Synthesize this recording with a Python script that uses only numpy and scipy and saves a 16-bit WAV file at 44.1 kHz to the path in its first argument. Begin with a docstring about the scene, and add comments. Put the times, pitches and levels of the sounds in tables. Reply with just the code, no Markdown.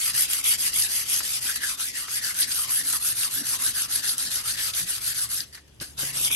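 """Sandpaper is rubbed to and fro along a rusty steel blade on a bench, close to a two-port microphone. From the
start a machine hums, shaped noise hisses stroke by stroke under the hand's gliding hollow resonance, noise
bursts snag, and noise through flexing modes makes the blade rumble; knocks ring the bench. At 5.45 s the paper
lifts; only light touches and knocks sound until the strokes resume at 5.97 s, the hum swelling, and run to the
end."""
import sys
import numpy as np
from scipy import signal
from scipy.fft import rfft, irfft, next_fast_len
from scipy.io import wavfile
from scipy.ndimage import uniform_filter1d, map_coordinates

SR = 44100
rng = np.random.default_rng(int(sys.argv[2]) if len(sys.argv) > 2 else 0)


def put_to_file(sound):
    """Save the sound as 16-bit audio at rate SR, in the file named by the first command-line argument."""
    columns = np.atleast_2d(sound).T  # one column per channel
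    safe = np.clip(columns, -1, 1)
    whole_steps = np.round(safe * 32767)
    wavfile.write(sys.argv[1], SR, whole_steps.astype(np.int16))


N = 280035


def amp(db):
    """Gain of a level in dB."""
    return 10 ** (np.asarray(db) / 20)


def unit(x):
    """Scaled to rms 1."""
    return x / np.sqrt(np.mean(x ** 2) + 1e-20)


def at(t, curve):
    """A per-sample curve read at times t in seconds."""
    return np.interp(t, np.arange(N) / SR, curve)


def curves(rows, t=None):
    """Each column after the time, interpolated at every sample or at times t."""
    s, *cols = np.transpose(rows)
    when = np.arange(N) / SR if t is None else t
    return [np.interp(when, s, c) for c in cols]


def wobble(rate_hz):
    """A smooth random curve, rate_hz knots a second."""
    knots = rng.standard_normal(int(N * rate_hz / SR) + 4)
    return map_coordinates(knots, [np.arange(N) * rate_hz / SR])


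def patches(shape, size):
    """A random field over frequency and time, smooth over size cells."""
    field = rng.standard_normal(shape)
    field = uniform_filter1d(field, size[0], axis=0)
    return unit(uniform_filter1d(field, size[1], axis=1))


def filtered(x, response):
    """x times a complex response of frequency."""
    m = next_fast_len(N + SR // 2)
    return irfft(rfft(x, m) * response(np.fft.rfftfreq(m, 1 / SR)), m)[..., :N]


def along(points, hz):
    """Each column after the frequency, interpolated on a log axis."""
    f, *v = np.transpose(points)
    return np.array([np.interp(np.log(hz + 1), np.log(f + 1), c) for c in v])


def resonance(f, hz, width_hz):
    """One causal resonance of top gain 1."""
    return 1j * f * width_hz / (hz * hz - f * f + 1j * f * width_hz)


# Each row: frequency in Hz, left-right likeness from 0 to 1.
PORT_LIKENESS = [(25, .7), (100, .85), (600, .25), (1050, .65), (1550, .6), (2200, .25), (2800, .15),
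                 (4000, .3), (5000, .15), (6200, .4), (6900, .1), (8300, .55), (8750, .85), (9200, .8),
                 (10000, .99), (10400, .995), (11400, .8), (11900, .99), (12500, .97), (13200, .3),
                 (14300, .4), (15000, .99)]
# Port resonances differ. Each row: frequency in Hz, lead of the right port in rad.
RIGHT_LEAD = [(100, .3), (300, 1), (800, -1.1), (1450, -.1), (1850, 1), (2500, 3.3), (3400, 2.3),
              (4000, -1), (5200, -2.5), (6000, 0), (7100, -1.7), (8100, 0), (8750, .2), (9300, 1.4),
              (9730, 2.6), (10080, 3.05), (10330, 3.25), (10800, 4.1), (11300, 5.1), (11800, 2 * np.pi)]


def ports(pair):
    """Two unrelated signals become the partly alike left and right of the microphone."""
    m = next_fast_len(N + 8192)
    hz = np.fft.rfftfreq(m, 1 / SR)
    left, other = rfft(pair, m)
    alike = np.clip(along(PORT_LIKENESS, hz)[0], 0, 1)
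    shared = alike * left * np.exp(1j * along(RIGHT_LEAD, hz)[0])
    right = shared + np.sqrt(1 - alike ** 2) * other
    return irfft(np.array([left, right]), m)[:, :N]


# Machine hum before its wavering. Each row: time in s, fundamental in dB, octave in dB.
HUM_LEVELS = [(0, -62, -69), (2.2, -60.5, -72), (2.7, -64, -72), (3.8, -57.5, -68), (5.4, -58.5, -67),
              (5.95, -52, -55.5), (6.05, -56, -47), (6.35, -55, -49)]
# Room air spectrum. Each row: frequency in Hz, relative level in dB.
AIR_SPECTRUM = [(25, -46), (45, 7), (70, 2), (200, -9), (400, -6), (1500, -23.5), (3000, -13.5),
                (8000, -41), (10400, -37), (11400, -44), (12200, -50), (16000, -58)]
HUM_HZ, HUM_WAVERS_DB = 69.8, 1.5


def workshop():
    """A wavering machine hum of three harmonics over steady room air."""
    low_db, octave_db = curves(HUM_LEVELS)
    phase = 2 * np.pi * np.cumsum(HUM_HZ + 0.46 * wobble(2.99)) / SR
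    hum = amp(low_db + HUM_WAVERS_DB * wobble(2.42)) * np.sin(phase)
    hum += amp(octave_db + HUM_WAVERS_DB * wobble(2.3)) * np.sin(2 * phase)
    hum += amp(-69.5) * np.sin(3 * phase)
    air = filtered(ports(rng.standard_normal((2, N))), lambda f: amp(along(AIR_SPECTRUM, f)))
    return hum + amp(-58.0) * unit(air) * amp([[1.2], [-1.2]])  # left louder than right


# Blade or hand meeting the bench. Each row: start in s, relative thud in dB, relative click in dB.
BENCH_KNOCKS = [(0.762, -41, -51), (1.204, -54, -24), (2.082, -66, -27.5), (3.347, -48, -45),
                (3.957, -55, -47), (5.574, -51, -36), (5.812, -30.5, -36.5), (6.029, -33, -36),
                (6.17, -41, -50), (6.203, -38, -50), (6.302, -36, -31.5)]
# Bench modes. Each row: frequency in Hz, relative level in dB, t60 in s.
BENCH_MODES = [(76.4, -8, .12), (111, 4.5, 0.066), (152, 10.5, 0.042), (264, 12, 0.033), (321, 5.5, 0.06),
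               (406, 0, 0.091), (540, 9, 0.03)]
KNOCK_SCATTER_DB = 2.5  # from mode to mode and knock to knock


def knocks():
    """Each knock rings the bench modes as a thud and clicks dully on the steel."""
    thud, click = np.zeros((2, N + SR)), np.zeros((2, N + SR))
    t = np.arange(SR // 4) / SR
    for s, thud_db, click_db in BENCH_KNOCKS:
        here = slice(round(s * SR), round(s * SR) + len(t))
        ring = 0
        for hz, db, t60 in BENCH_MODES:
            decay = amp(db + rng.normal(0, KNOCK_SCATTER_DB) - 60 * t / t60)
            ring = ring + decay * np.sin(2 * np.pi * hz * t)
        thud[:, here] += amp(thud_db - 7.5) * ring * (1 - np.exp(-t / 0.0048))
        click[:, here] += amp(click_db - 60 * t / 0.067) * rng.standard_normal((2, len(t)))
    return thud[:, :N] + filtered(ports(click[:, :N]), lambda f: 2 * resonance(f, 1620, 870))


# Pushes and pulls in turn, each up to the next row. 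Each row: start in s, relative early level in dB,
# relative late level in dB, hollow under the hand at the start in Hz.
STROKE_ROWS = [(-0.05, -26.5, -23.5, 1560), (0.127, -23.5, -23.5, 1270), (0.275, -25, -25.5, 1770),
               (0.425, -25, -23.5, 1230), (0.572, -25.5, -26, 1780), (0.715, -25, -23.5, 1290),
               (0.882, -25.5, -26.5, 1790), (1.05, -27, -23.5, 1300), (1.218, -28, -26.5, 1730),
               (1.402, -27, -30.5, 1440), (1.601, -28.5, -29, 1820), (1.767, -28.5, -30.5, 1200),
               (1.926, -28.5, -30.5, 1980), (2.07, -29.5, -26, 1200), (2.21, -27.5, -27, 1800),
               (2.337, -29, -27.5, 1440), (2.463, -29, -27.5, 1880), (2.669, -26.5, -27.5, 1110),
               (2.83, -28.5, -26.5, 1800), (2.994, -27.5, -26.5, 1100), (3.144, -26.5, -27.5, 1720),
               (3.294, -28, -27.5, 1200), (3.428, -28, -24.5, 1720), (3.579, -27, -26, 1070),
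               (3.73, -27, -28, 1780), (3.878, -28.5, -28, 1290), (4.02, -24.5, -27.5, 1800),
               (4.165, -26.5, -26, 1290), (4.297, -24.5, -27.5, 1820), (4.432, -27.5, -28, 1180),
               (4.566, -26, -28, 1840), (4.724, -27.5, -27.5, 1330), (4.855, -28, -29.5, 1830),
               (5, -30, -27, 1260), (5.138, -28, -28.5, 1840), (5.283, -28.5, -30, 1160),
               (5.968, -29, -31.5, 1470), (6.127, -28.5, -24, 1850), (6.297, -27.5, -32, 3200),
               (6.42, -30, -30, 2800)]
LIFT_S, LIFTED_DB, LIFTED_HZ = 5.453, -61, 1930  # the paper comes off the blade until the next stroke


def strokes():
    """Start, early and late level, hollow, direction (0 push, 1 pull); lifted paper is a faint push."""
    rows = sorted(STROKE_ROWS + [(LIFT_S, LIFTED_DB, LIFTED_DB, LIFTED_HZ)])
    return (*np.transpose(rows), np.arange(len(rows)) % 2)


# Short surges of the rub and light touches on the blade. 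Each row: start in s, relative level in dB, t60 in s.
SURGES = [(1.556, -18, 0.045), (1.63, -27, .07), (5.44, -53.5, 0.52), (5.525, -39, 0.1),
          (5.545, -31.5, 0.074), (5.575, -50, 0.12), (5.676, -45, 0.037), (5.807, -27.5, 0.23),
          (5.885, -68, 0.75)]
# Flexing modes. Each row: frequency in Hz, width in Hz, relative level in dB.
BLADE_MODES = [(51.4, 57, -14), (113.8, 16, 2.5), (170, 12, -8), (237, 28, -6), (274.3, 18, -0.5)]
# Two lowest modes together, before wavering. Each row: time in s, level in dB.
RUMBLE_LEVELS = [(0, -68), (.15, -49), (.3, -59.5), (1.5, -54.5), (1.7, -65.5), (2.3, -60), (2.9, -57.5),
                 (3.1, -54), (3.75, -57), (3.9, -62), (4.25, -57), (5.4, -54), (5.55, -80), (5.8, -53.5),
                 (6.0, -59), (6.35, -65)]
# Each row: time in s, share of the pull-end swell in the middle mode, share in the top modes.
SWELL_SHARES = [(0, 0.15, 0.26), (3.2, 0.22, 0.19), (3.43, .3, 0.95), (3.73, 0.65, 0.37),
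                (4.02, 0.47, 0.55), (4.3, 0.76, 0.29), (4.57, 0.99, 0.36), (4.855, 1, 0.52),
                (5.14, .2, 0.18), (5.4, 0.24, 0.31), (6.35, 0.34, 0.16)]
# upper flexing swells where a pull ends
UPPER_FLEX_DB, PULL_END_DB, PULL_END_S = -62.5, 21.5, 0.048
FLEX_WAVERS_DB = 2


def blade():
    """The rubbing shakes the blade's slow flexing modes: noise through resonances."""
    def flexing(noise, modes):
        return filtered(ports(noise), lambda f: sum(amp(db) * resonance(f, c, w) for c, w, db in modes))

    low_db, = curves(RUMBLE_LEVELS)
    shares = np.array(curves(SWELL_SHARES))
    s, *_, pull = strokes()
    t = np.arange(N) / SR
    swell = sum(np.exp(-((t - end + 0.02) / PULL_END_S) ** 2) for end in s[pull == 0])
    touching = (t < LIFT_S) | (t > SURGES[7][0])
    lifted_db = -20 * (1 - uniform_filter1d(touching * 1., size=2000))
    upper_db = UPPER_FLEX_DB + PULL_END_DB * shares * swell + FLEX_WAVERS_DB * wobble(8) + lifted_db
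    shake = rng.standard_normal((3, 2, N))
    # the second mode keeps ringing between the shakes, its pitch bending with the grip
    bent_hz = BLADE_MODES[1][0] + 2.53 * wobble(6.4)
    ringing = amp(0.5) * np.sin(2 * np.pi * np.cumsum(bent_hz) / SR)
    low = unit(flexing(shake[0], BLADE_MODES[:2])) + ringing
    middle = flexing(shake[1], BLADE_MODES[2:3])
    top = flexing(shake[2], BLADE_MODES[3:])
    out = amp(low_db + FLEX_WAVERS_DB * wobble(5.5)) * unit(low)
    out = out + amp(upper_db[0] + BLADE_MODES[2][2]) * unit(middle)
    return out + amp(upper_db[1]) * unit(top)


# Grit catching on rust. Each row: start in s, relative level in dB, colour in Hz, t60 in s.
GRIT_SNAGS = [(0.147, -27, 10000, 0.038), (0.441, -16, 10000, 0.033), (0.821, -13.5, 4730, 0.035),
              (1.627, -28, 5800, 0.018), (2.245, -16, 4900, 0.024), (2.344, -22, 9000, 0.012),
              (2.406, -15.5, 10600, 0.09), (2.418, -10, 3000, 0.021), (2.425, -16, 4400, 0.11),
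              (2.514, -19, 4500, 0.059), (2.877, -17, 9000, 0.014), (2.899, -21, 5000, .02),
              (2.926, -11.5, 9150, 0.026), (2.933, -12, 1330, 0.051), (3.232, -16, 2820, 0.03),
              (3.31, -19, 9000, .015), (3.923, -19.5, 4000, 0.027), (3.955, -17.5, 5000, 0.022),
              (4.081, -14, 5000, 0.035), (4.092, -14.5, 3600, 0.041), (4.181, -5, 9300, 0.0073),
              (4.313, -27, 1760, .02), (4.6, -26, 4900, .02), (4.735, -19.5, 3700, 0.057),
              (5.404, -17.5, 4620, 0.029), (5.8, -24, 3320, 0.031), (5.9, -38, 5000, .02),
              (5.978, -27.5, 4100, 0.028), (6.247, -16.5, 5560, 0.024), (6.258, -15, 4900, .015),
              (6.277, -16, 3300, 0.017)]
SNAG_WIDTH = 0.33  # width of the colour over its centre


def snags():
    """Each snag is a short noise burst with its own broad resonance."""
    out, t = np.zeros((2, N + SR)), np.arange(4096) / SR
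    f = np.fft.rfftfreq(len(t), 1 / SR)
    for s, db, hz, t60 in GRIT_SNAGS:
        envelope = amp(db + 4 - 60 * t / t60) * (1 - np.exp(-t / 0.00073))
        burst = envelope * rng.standard_normal((2, len(t)))
        coloured = irfft(rfft(burst) * resonance(f, hz, SNAG_WIDTH * hz))
        out[:, round(s * SR):][:, :len(t)] += coloured
    return out[:, :N]


# How far the rub sinks under the strokes on either side: before a push in dB, before a pull in dB.
TURN_SINK_DB = [-12.5, -15]


def stroke_level(start_s, stop_s):
    """The paper jerks off from each turn, runs and slows to the next: gain and speed."""
    s, early, late, _, pull = strokes()
    turn_db = (early + np.roll(late, 1)) / 2 + np.take(TURN_SINK_DB, pull)
    t = np.arange(N) / SR
    k = np.searchsorted(s, t, side="right") - 1
    progress = (t - s[k]) / (s[k + 1] - s[k])
    run = amp(early[k] + (late[k] - early[k]) * np.clip((progress - .3) / 0.42, -.3, 1.3))
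    speed = np.tanh((t - s[k]) / start_s) * np.tanh((s[k + 1] - t) / stop_s)
    return amp(np.interp(t, s, turn_db)) * (1 - speed) + run * speed, speed


# Hold of the hand. Each row: time in s, relative sizzle in dB, relative hollow in dB,
# leak below the hollow in dB, flatness of the hand (ratio).
HAND_GRIP = [(0, 3.5, -21, -9.5, 0.99), (.9, 4, -27, -5.5, 1.2), (1.3, 2, -51, -6.5, 0.74),
             (1.5, 2, -7, -5.5, 0.66), (1.75, 2, -9.5, -10.5, .4), (1.9, 0.5, -12.5, -10, 0.78),
             (2.3, 3, -9, -9.5, 0.41), (2.75, 7, -12, -7, 0.33), (3.1, 5.5, -15.5, -8.5, 0.16),
             (3.9, 3, -15, -6.5, 0), (4.3, 2, -18, -7.5, 0), (4.8, 2.5, -14.5, -6.5, 0.36),
             (5.35, 5, -21, -11.5, 0), (5.6, -7.5, -8, -1, .3), (6.0, 1.5, -19, 3, 0.32),
             (6.1, 2, -12, 12, 1.4), (6.2, 3.5, -31, -4, 0.31), (6.35, 7.5, -18, 1, 2.2)]
BITE_S, FADE_S = 0.027, 0.035  # the sizzle bites at once and fades as the stroke slows
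PULL_SIZZLE_DB = 2  # a pull against a push
HOLLOW_AHEAD_S = 0.0061  # the hollow turns a little before the paper does
# the fingers never hold still; shake and width over centre
HOLLOW_SHAKE, HOLLOW_FLICKER_DB, HOLLOW_WIDTH = .035, 3, .18
# brief wandering dips above the hollow; width in log frequency, dB per unit of random depth
DIP_HZ, DIP_WIDTH, DIP_DB = 2280, 0.061, -7.5


def colour(hz, t, speed):
    """Gain over frequency and time: speed brightens the grit, the hand's hollow glides with each stroke."""
    s, _, _, turn_hz, pull = strokes()
    middle_s = np.append((s[1:] + s[:-1]) / 2, s[-1])
    pulling = np.interp(t, middle_s, pull) - .5
    sizzle_db, hollow_db, leak_db, _ = curves(HAND_GRIP, t)
    sizzle_db = sizzle_db + PULL_SIZZLE_DB * pulling
    # the hand lingers at each end of its travel
    travel = np.interp(t + HOLLOW_AHEAD_S, s, np.arange(len(s)))
    travel = travel - np.sin(2 * np.pi * travel) / (4 * np.pi)
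    centre_hz = np.interp(travel, np.arange(len(s)), turn_hz) * (1 + HOLLOW_SHAKE * at(t, wobble(30)))
    hollow_db = hollow_db + HOLLOW_FLICKER_DB * at(t, wobble(22.0))
    bite = at(t, stroke_level(BITE_S, FADE_S)[1])
    treble_db = (sizzle_db + 5.0 - 6 * (1 - bite)) / (1 + (8000 / hz) ** 8)
    # little escapes below the hollow's resonance while the hand seals it
    leak = np.minimum(amp(leak_db), 1)
    below = leak + (1 - leak) / np.sqrt(1 + (.87 * centre_hz / hz) ** 16)
    peak = np.abs(resonance(hz, centre_hz, HOLLOW_WIDTH * centre_hz)) ** 2
    hollow = below + amp(hollow_db + 18.5 + 0.78 * (2.0 - speed)) * peak
    # the body of the rasp carries on through each turn
    carry_db = 5 * (1 - speed) / (1 + (hz / 5000) ** 2)
    depth, drift = at(t, wobble(24)), at(t, wobble(12))
    notch = np.exp(-((np.log(hz / DIP_HZ) + 0.057 * drift) / DIP_WIDTH) ** 2)
    dip_db = DIP_DB * np.clip(depth + 0.21, 0, 1.3) * notch
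    return amp(treble_db + dip_db + carry_db) * hollow


# Shading by a flat hand at flatness 1. Each row: frequency in Hz, left in dB, right in dB.
FLAT_SHADING = [(1200, 0, -1), (1630, -3.5, -5.5), (2090, 6, 7.5), (2580, 2, 2), (3110, 5, 4.5),
                (3600, -1, -3), (4000, -8.5, -2.5), (4400, -0.5, -0.8), (5000, 0.5, 0.5)]
FLAT_SWING = 0.66  # the hand lies flatter at the far end of its travel
FLAT_SHAKE = .075  # its bands slide as the hand moves


def shaded(pair):
    """The flatter the hand, the more its shading colours each port."""
    hz, t, z = signal.stft(pair, SR, nperseg=512)
    slide = 1 + FLAT_SHAKE * at(t, wobble(14))
    s, *_, pull = strokes()
    flat = curves(HAND_GRIP, t)[3] + FLAT_SWING * (np.interp(t, s, pull) - .5)
    gain = amp(flat * along(FLAT_SHADING, hz[:, None] * slide))
    return signal.istft(z * gain, SR, nperseg=512)[1][:, :N]


# The rub at each port. 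Each row: frequency in Hz, relative left in dB, relative right in dB.
GRIT_SPECTRUM = [(100, -11.5, -14.5), (664, -11.5, -12.5), (1310, -9, -11.5), (1750, -9.5, -8.5),
                 (2190, -8.5, -8.5), (2750, -5, -7.5), (3200, -3, -8.5), (3830, -2.5, -3.5),
                 (4250, -1, -2.5), (4780, 3.5, -3.5), (5400, -1, -7), (6370, -1, -4.5), (6860, -5.5, -7.5),
                 (7200, -3.5, -6), (9780, -12, -12), (17100, -19, -19.5)]
# Resonance of the microphone ports. Each row: frequency in Hz, relative gain in dB.
PORT_RESONANCE = [(8500, 0), (9000, 6), (10000, 11.5), (10700, 14), (11200, 11), (12000, 4.5), (13000, -5),
                  (13600, -18.5), (16000, -12.5)]


def rub():
    """Countless grit contacts, as noise, come in clumps, with single hard snags among them."""
    clumps = amp(1.2 * wobble(30) + 0.7 * wobble(220) + 0.76 * wobble(1100))
    level, speed = stroke_level(start_s=0.046, stop_s=0.039)
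    # now and then one coarse grain digs in
    coarse = 1 + 0.72 * np.maximum(wobble(500) - 1.6, 0) + 0.29 * np.maximum(wobble(90) - 1.4, 0)
    level = level * unit(clumps * coarse)
    t = np.arange(SR // 3) / SR
    for s, db, t60 in SURGES:
        level[round(s * SR):][:len(t)] += amp(db - 60 * t / t60) * (1 - np.exp(-t / 0.0066))
    hz, t, z = signal.stft(level * rng.standard_normal((2, N)), SR, nperseg=512)
    hz = hz[:, None] + 1  # clear of zero
    gain = colour(hz, t, at(t, speed))
    # the contact patch keeps changing, so the colour shifts in patches, least under the hand's hollow
    shift_db = 1.78 * patches(gain.shape, size=(7, 4)) + 2.27 * patches(gain.shape, size=(2, 7))
    shift_db = shift_db / np.sqrt(1 + (1700 / hz) ** 4)
    grit = signal.istft(z * gain * amp(shift_db), SR, nperseg=512)[1][:, :N]
    heard = shaded(ports(grit + snags()))
    return filtered(heard, lambda f: amp(along(GRIT_SPECTRUM, f) + along(PORT_RESONANCE, f) + 4.5))


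def scene():
    """All sources together."""
    return workshop() + knocks() + blade() + rub()


TOP_HZ = 15800


def record(dry):
    """The microphone keeps nothing above its band limit."""
    return filtered(dry, lambda hz: hz < TOP_HZ)


dry = scene()
out = record(dry)
put_to_file(out)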